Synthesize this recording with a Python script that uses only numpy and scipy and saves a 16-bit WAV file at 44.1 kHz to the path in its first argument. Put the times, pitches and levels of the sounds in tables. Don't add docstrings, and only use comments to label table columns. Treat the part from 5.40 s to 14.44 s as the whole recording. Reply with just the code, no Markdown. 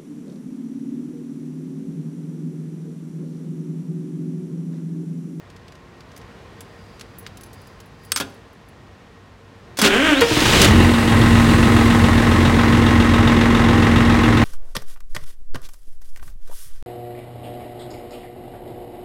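import sys
import numpy as np
from scipy import signal
from scipy.fft import rfft, irfft
from scipy.io import wavfile
from scipy.ndimage import uniform_filter1d

SR = 44100
rng = np.random.default_rng(int(sys.argv[2]) if len(sys.argv) > 2 else 0)


def dump(signal):
    limited = np.clip(np.atleast_2d(signal).T, -1, 1)
    pcm = np.round(limited * 32767).astype(np.int16)
    wavfile.write(sys.argv[1], SR, pcm)


N = 398663
TIME = np.arange(N) / SR
MESH_S, CATCH_S, KEY_RELEASE_S = 4.41, 4.812, 5.255

# frequency in Hz, relative level in dB.
ROOM_SPECTRUM = [(15, -50), (25, -30), (48, -2.5), (100, -2), (170, -4.5), (250, -6.5), (330, -12.5),
                 (463, -11.5), (695, -13.5), (1040, -16), (1800, -19), (4500, -29), (7000, -36.5),
                 (16000, -52)]
SLIDE_SPECTRUM = [(2000, -25), (4800, 1), (9000, -11), (16000, -12)]
SNAP_SPECTRUM = [(400, -22), (800, -9), (1150, 2), (2000, 0), (3400, 0), (6000, -1.5), (8000, -2),
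                 (12000, -6.5), (15800, -15)]
THUD_SPECTRUM = [(20, -34), (45, -9), (120, -8.5), (280, -0.5), (700, -0.5), (1000, -1), (1400, -9.5),
                 (3300, -5.5), (6000, -17), (16000, -30)]
HOUSING_SPECTRUM = [(60, -3.5), (180, -10), (300, 0.5), (480, -4), (700, -1), (1000, -5), (1550, 0.5),
                    (1900, -1), (2200, -1.5), (3200, -4.5), (4500, -21.5), (8000, -21), (16000, -40)]
CLUTCH_SPECTRUM = [(30, -19), (300, 7), (1000, -0.5), (2100, 2), (2800, 4), (3500, 3), (4500, -1),
                   (7000, -6), (10000, -13), (13000, -20), (15800, -16)]
BLOCK_SPECTRUM = [(150, -27.5), (350, 2.5), (480, 3.5), (650, 0.5), (1050, 1.5), (1500, -1), (2000, -0.5),
                  (2300, -4), (2800, -8.5), (4000, -18.5), (5000, -17), (8000, -26), (16000, -42.5)]
INJECTOR_SPECTRUM = [(1500, -35), (2300, -15), (2750, -4), (3100, -6), (3700, 2), (4100, -4), (4700, -14),
                     (8000, -19), (16000, -34)]
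CABINET_SPECTRUM = [(22, -60), (31, -30), (42, -12), (60, -3.5), (85, 0), (135, -2.5), (160, -7),
                    (215, -2.5), (270, -6.5), (340, -3.5), (390, -12), (480, -9.5), (600, -27.5),
                    (1500, -58.5)]
AIR_SPECTRUM = [(1500, -25), (4000, 8.5), (5500, -2), (8000, 1.5), (10500, -3), (13000, -10), (15800, -9)]
# frequency in Hz, width in Hz, strength in dB.
ROOM_MODES = [(97.6, 3.1, 8), (349, 2.9, 10.5), (393, 13, -0.5), (456.6, 1.6, 18), (465.5, 4.7, 8),
              (1057, 46, 0.5), (1872, 29, 4)]
KEY_MODES = [(4870, 58, -33), (6180, 46, -1), (7640, 65, -2), (8390, 49, -3), (10200, 33, 15.5),
             (10750, 110, 5), (11000, 80, -4), (12900, 200, -2), (15400, 150, -1)]
SLIDE_MODES = [(4800, 400, 9), (8400, 150, 6), (10350, 200, 9)]
SNAP_MODES = [(1350, 29, 1.8), (1525, 19, 2.1), (3360, 30, 1.9), (4530, 68, 4), (5200, 200, 2),
              (6100, 90, 2), (10250, 33, 4.6), (15700, 200, 3)]
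PANEL_MODES = [(217, 28, 3.6), (263, 41, 1), (318, 13, 5.5), (580, 19, 3), (1427, 29, 17.6),
               (1550, 25, 8.6), (1680, 26, 4.5), (3340, 40, 11), (3650, 53, 5)]
HOUSING_MODES = [(1514, 80, -1), (2970, 500, -9)]
BLOCK_MODES = [(815, 45, -3), (1066, 45, 0), (1281, 40, -2), (1530, 60, -7), (1733, 30, -4), (1882, 30, 3),
               (2030, 55, -2)]
INJECTOR_MODES = [(2730, 430, 8), (3285, 24, 10.5), (3763, 13, 1)]
CABINET_MODES = [(87.8, 3.3, -3), (108.9, 2.65, 13.5), (268, 14, -1.5)]
# start and end in seconds, level in dB, brightness (0 is neutral).
JINGLES = [(0.031, .95, -44.5, -2.5), (1.75, 2.3, -46.5, 2.5), (2.4, 3.15, -52, 4)]
# start in seconds, level in dB, brightness.
KEY_TICKS = [(.1, -44, -2), (.321, -43, -2.5), (.763, -39, 0), (.775, -40, 1), (1.206, -34, 0.8),
             (1.595, -38, -1.5), (1.61, -32, -1.5), (1.784, -31, 5.5), (1.803, -47, 4), (1.864, -29, -3.5),
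             (1.971, -37.5, 0.5), (2.009, -40, 2), (2.034, -36, 1.5), (2.131, -40, 2), (2.27, -45, 2),
             (2.402, -39, 0), (2.648, -40, 3), (3.285, -49, 3)]
# start and fade-out time in seconds, level in dB.
SLIDE = (0.86, 2.7, -68)
# start in seconds, snap level in dB, thud level
# in dB, the snap's t60 in seconds.
BLOWS = [(2.719, -9.5, -31, 0.025), (2.761, -14.5, -29, 0.035), (2.772, -20, -32, 0.073),
         (2.8, -19.5, -22.5, 0.047), (2.808, -25.5, -20, 0.057), (4.371, -29.5, -46, 0.26),
         (4.388, -17, -18, .093), (4.416, -11.5, -23, 0.082), (4.45, -21, -11, 0.093),
         (4.809, -16.5, -17, .044), (5.217, -9, -28.5, .055), (5.245, -14.5, -16, 0.076)]
# start and end in seconds, pitch in Hz, level in dB.
SPRING = (2.719, 2.76, 8452, -31)
# time in seconds, tooth rate in Hz.
TOOTH_RATE = [(4.43, 214.1), (4.5, 180.2), (4.55, 218.4), (4.635, 309.6), (4.67, 325.3), (4.76, 267.5)]
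# time in seconds, speed in rpm.
CRANK_SPEED = [(4.812, 140), (5.012, 459), (5.2, 642), (5.36, 880), (5.47, 894), (5.64, 858), (5.9, 871.3),
               (6.7, 874.8)]
# time in seconds, fuel in dB over idle.
FUEL = [(5.45, 4), (5.56, -6.5), (5.76, 1.5), (6.3, 0), (8, -0.5)]
# gain at idle in dB, dB per dB of fuel, dB per doubling of speed.
KNOCK_LAW = (-20, .25, 0.62)
BOOM_LAW = (-16.5, .5, 3)
EXHAUST_LAW = (-3, 1, 15.9)
FAN_LAW = (0.33, 0.043, 19)
# knock and injector tick, both in relative dB.
CYLINDERS = [(3, -4), (-2, -7), (1.5, -2), (-2, -6), (2, 3.5), (0, -4)]
# multiple of the firing rate, relative level in dB.
EXHAUST_HARMONICS = [(1, -22.5), (2, -17.5), (3, -25), (4, -26.5), (5, -45), (6, -34), (7, -23.5), (8, -28)]
# time in seconds, level in dB at idle speed.
DRAUGHT = [(6.2, -33), (8, -42.5)]


def undb(db):
    return 10 ** (np.asarray(db) / 20)


def unit(x):
    return x / np.sqrt(np.mean(x ** 2))


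def curve(table):
    return np.interp(TIME, *np.transpose(table))


def noise(size=N):
    return rng.standard_normal(size)


def walk(rate):
    k = int(SR / rate)
    steps = np.repeat(noise(N // k + 1), k)
    return unit(uniform_filter1d(uniform_filter1d(steps, k), k)[:N])


def fade(t60, size):
    return np.exp(-np.log(1000) * np.arange(size) / SR / t60)


def envelope(start, attack, t60, until=0):
    dying_s = np.maximum(TIME - max(start + attack, until), 0)
    return np.clip((TIME - start) / attack, 0, 1) * np.exp(-np.log(1000) * dying_s / t60)


def add(out, start, sound):
    i = int(start * SR)
    out[i:i + len(sound)] += sound[:len(out) - i]


def body(x, spectrum, modes=(), size=16384):
    hz = np.maximum(np.arange(size // 2 + 1) * SR / size, 1)
    points, db = np.transpose(spectrum)
    gain = undb(np.interp(np.log(hz), np.log(points), db))
    gain *= 1 + sum(undb(peak) / (1 + (2 * (hz - centre) / width) ** 2) for centre, width, peak in modes)
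    cepstrum = irfft(np.log(gain))[:size // 2]
    response = irfft(np.exp(rfft(2 * cepstrum, size)))[:size // 2]
    return signal.oaconvolve(x, response / np.linalg.norm(response))[:len(x)]


def casing(x, t60, size=2048):
    spectrum = rfft(noise(size) * fade(t60, size))
    smear = np.roll(irfft(spectrum / np.abs(spectrum)), size // 2)
    return signal.oaconvolve(x, smear, mode="same")


def ring(start, hz, db, t60):
    return undb(db) * envelope(start, 0.0091, t60) * np.sin(2 * np.pi * hz * (TIME - start))


def distant_machinery():
    return body(noise(), ROOM_SPECTRUM, ROOM_MODES) * undb(-44.5 + 0.98 * walk(2.88))


def wall_echo(x, t60, size=30000):
    colour = [(60, 18), (1500, 4), (4000, -1.5), (8000, -6), (16000, -10)]
    tail = body(noise(size) * fade(t60, size), colour)
    return signal.oaconvolve(x, tail / np.linalg.norm(tail))[:N]


def key_chain(jingles_per_spell=6, size=7000):
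    touches = list(KEY_TICKS)
    for start, stop, db, brightness in JINGLES:
        for k in range(jingles_per_spell):
            when = start + (stop - start) * (k + rng.random()) / jingles_per_spell
            touches.append((when, rng.normal(db, 2), brightness))
    shape = np.minimum(TIME[:size] / 0.0013, 1) * (fade(0.036, size) + 0.039 * fade(0.17, size))
    out = np.zeros(N)
    for start, db, brightness in touches:
        contact = noise(size) * shape
        colour = [(400, -23), (1200, -2 * brightness), (4800, 4.5), (16000, 4.7 * brightness - 8.5)]
        links = [(hz, width, rng.normal(peak + 3 * brightness, 3)) for hz, width, peak in KEY_MODES]
        add(out, start, undb(db) * body(contact, colour, links, size=8192))
    return out


def chain_slide():
    start, stop, db = SLIDE
    pressure = envelope(start, attack=0.3, t60=2.5, until=stop) * undb(db + 4.5 * walk(7))
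    return pressure * body(noise(), SLIDE_SPECTRUM, SLIDE_MODES)


def switchgear(size=12000):
    snaps, thuds = np.zeros(N), np.zeros(N)
    for start, snap_db, thud_db, t60 in BLOWS:
        add(snaps, start, undb(snap_db) * noise(size) * fade(t60, size))
        add(thuds, start, undb(thud_db) * noise(size) * fade(1.82 * t60, size))
    return body(snaps, SNAP_SPECTRUM, SNAP_MODES) + body(thuds, THUD_SPECTRUM, PANEL_MODES)


def key_spring():
    start, stop, hz, db = SPRING
    return undb(db) * np.sin(2 * np.pi * hz * TIME) * (TIME > start) * (TIME < stop)


def starter_gear(strokes_per_s=7.66, kick_hz=468, housing_hz=455):
    cranking = TIME < CATCH_S
    tooth_hz = np.where(cranking, curve(TOOTH_RATE), kick_hz)
    teeth = np.cumsum(tooth_hz * (1 + 0.014 * walk(150))) / SR
    strikes = unit(np.diff(np.floor(teeth), prepend=0) * undb(3 * walk(400)) - tooth_hz / SR)
    scrape = unit(noise() * np.exp(-(teeth % 1) / 0.49))
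    rattle = body(casing(strikes + 0.7 * scrape, t60=0.031), HOUSING_SPECTRUM, HOUSING_MODES)
    rattle *= undb(np.where(cranking, -5, -7))
    mesh = sum(gain * np.sin(2 * np.pi * k * teeth) / (1 + ((k * tooth_hz - housing_hz) / 150) ** 4)
               for k, gain in [(1, 1.6), (2, 0.6)])
    mesh *= undb(1.4 * walk(120))
    swell_db = 2 * np.cos(2 * np.pi * strokes_per_s * (TIME - CATCH_S))
    load = undb(-14 + swell_db) * envelope(MESH_S, attack=0.032, t60=0.48, until=4.75)
    kick = undb(-5.5) * envelope(CATCH_S, attack=0.009, t60=0.075)
    buzz = undb(-22) * envelope(CATCH_S, attack=0.009, t60=0.7)
    clunk = ring(4.419, hz=213, db=-12.5, t60=0.08)
    return clunk + np.where(cranking, load, kick + buzz) * (rattle + mesh)


def speed_doublings():
    return np.log2(curve(CRANK_SPEED) / CRANK_SPEED[-1][1])


def starter_clutch():
    grate = undb(-16) * envelope(4.425, attack=0.022, t60=0.061, until=4.475)
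    slip_db = -11.5 + 7.5 * speed_doublings()
    slip = undb(slip_db) * envelope(MESH_S, attack=0.032, t60=0.13, until=KEY_RELEASE_S)
    coast = undb(-27.5) * envelope(KEY_RELEASE_S, attack=0.032, t60=0.79)
    return (grate + slip + coast) * body(noise() * undb(1.4 * walk(500)), CLUTCH_SPECTRUM)


def starter_motor(freed_s=4.735, start_hz=2900, top_hz=7970, rise_s=0.22, sag_hz_per_s=350):
    whine_hz = top_hz + (start_hz - top_hz) * np.exp(-np.maximum(TIME - freed_s, 0) / rise_s)
    whine_hz *= 1 + 0.0254 * walk(900)
    whine = casing(np.sin(2 * np.pi * np.cumsum(whine_hz) / SR), t60=0.042)
    whirr_hz = 2896 - sag_hz_per_s * (TIME - KEY_RELEASE_S)
    whirr_hz *= 1 + 0.08 * walk(1500)
    whirr = casing(np.sin(2 * np.pi * np.cumsum(whirr_hz) / SR), t60=0.026)
    return (undb(-23.5) * whine * envelope(freed_s, attack=0.016, t60=0.7)
            + undb(-26.5) * whirr * envelope(KEY_RELEASE_S, attack=0.016, t60=4))


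def effort(law):
    idle_db, per_fuel, per_doubling = law
    return undb(idle_db + per_fuel * curve(FUEL) + per_doubling * speed_doublings())


def knocks(firings, cylinder_db, t60, repeat, scatter_db, size=6000):
    out = np.zeros(N)
    signatures = noise((len(cylinder_db), size))
    shape = fade(t60, size) * np.minimum(TIME[:size] / 0.0025, 1)
    for k, start in enumerate(firings):
        cylinder = k % len(cylinder_db)
        rattle = np.sqrt(repeat) * signatures[cylinder] + np.sqrt(1 - repeat) * noise(size)
        add(out, start, rattle * shape * undb(rng.normal(cylinder_db[cylinder], scatter_db)))
    return out / np.std(out[-2 * SR:])


def diesel_knock(firings):
    knock_db, tick_db = np.transpose(CYLINDERS)
    blows = knocks(firings, knock_db, t60=0.24, repeat=0.51, scatter_db=0.2)
    ticks = knocks(firings, tick_db, t60=0.18, repeat=0.4, scatter_db=0.8)
    thumps = knocks(firings, 0.12 * knock_db, t60=0.16, repeat=0.17, scatter_db=0.95)
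    block = body(blows, BLOCK_SPECTRUM, BLOCK_MODES)
    injectors = undb(-11) * body(ticks, INJECTOR_SPECTRUM, INJECTOR_MODES)
    cabinet = body(thumps, CABINET_SPECTRUM, CABINET_MODES)
    return effort(KNOCK_LAW) * (block + injectors) + effort(BOOM_LAW) * cabinet


def exhaust(firing_cycles):
    throb = sum(undb(db + 1.25 * walk(9)) * np.sin(2 * np.pi * (k * firing_cycles + rng.random()))
                for k, db in EXHAUST_HARMONICS)
    return effort(EXHAUST_LAW) * np.sqrt(2) * throb


def fan(turns, cycles_per_turn=16):
    hum = np.sqrt(2) * np.sin(2 * np.pi * cycles_per_turn * turns)
    return effort(FAN_LAW) * undb(-16.5 + 0.87 * walk(7)) * hum


def cooling_air(firing_cycles):
    pulse = 1 + 0.067 * np.cos(2 * np.pi * (firing_cycles - 0.15))
    return body(noise() * pulse, AIR_SPECTRUM) * undb(curve(DRAUGHT) + 3 * speed_doublings())


def engine():
    running = TIME >= CATCH_S
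    turns = np.cumsum(curve(CRANK_SPEED) * running) / 60 / SR
    firing_cycles = turns * len(CYLINDERS) / 2
    firings = TIME[1:][np.diff(np.ceil(firing_cycles)) > 0]
    jolts = sum(ring(start, hz=311, db=-12, t60=0.11) for start in firings[1:4])
    combustion = diesel_knock(firings) + jolts + exhaust(firing_cycles)
    return running * (combustion + fan(turns) + cooling_air(firing_cycles))


def scene():
    starter = starter_gear() + starter_motor() + starter_clutch()
    start_up = key_chain() + chain_slide() + switchgear() + key_spring() + starter
    room = undb(-16) * wall_echo(start_up, t60=0.56) + distant_machinery()
    return (start_up + room + engine())[None]


def record(dry):
    lowpass = signal.ellip(10, 0.2, 80, 15900, fs=SR, output="sos")
    return signal.sosfilt(lowpass, np.clip(dry, -1, 1))


dry = scene()
out = record(dry)
dump(out)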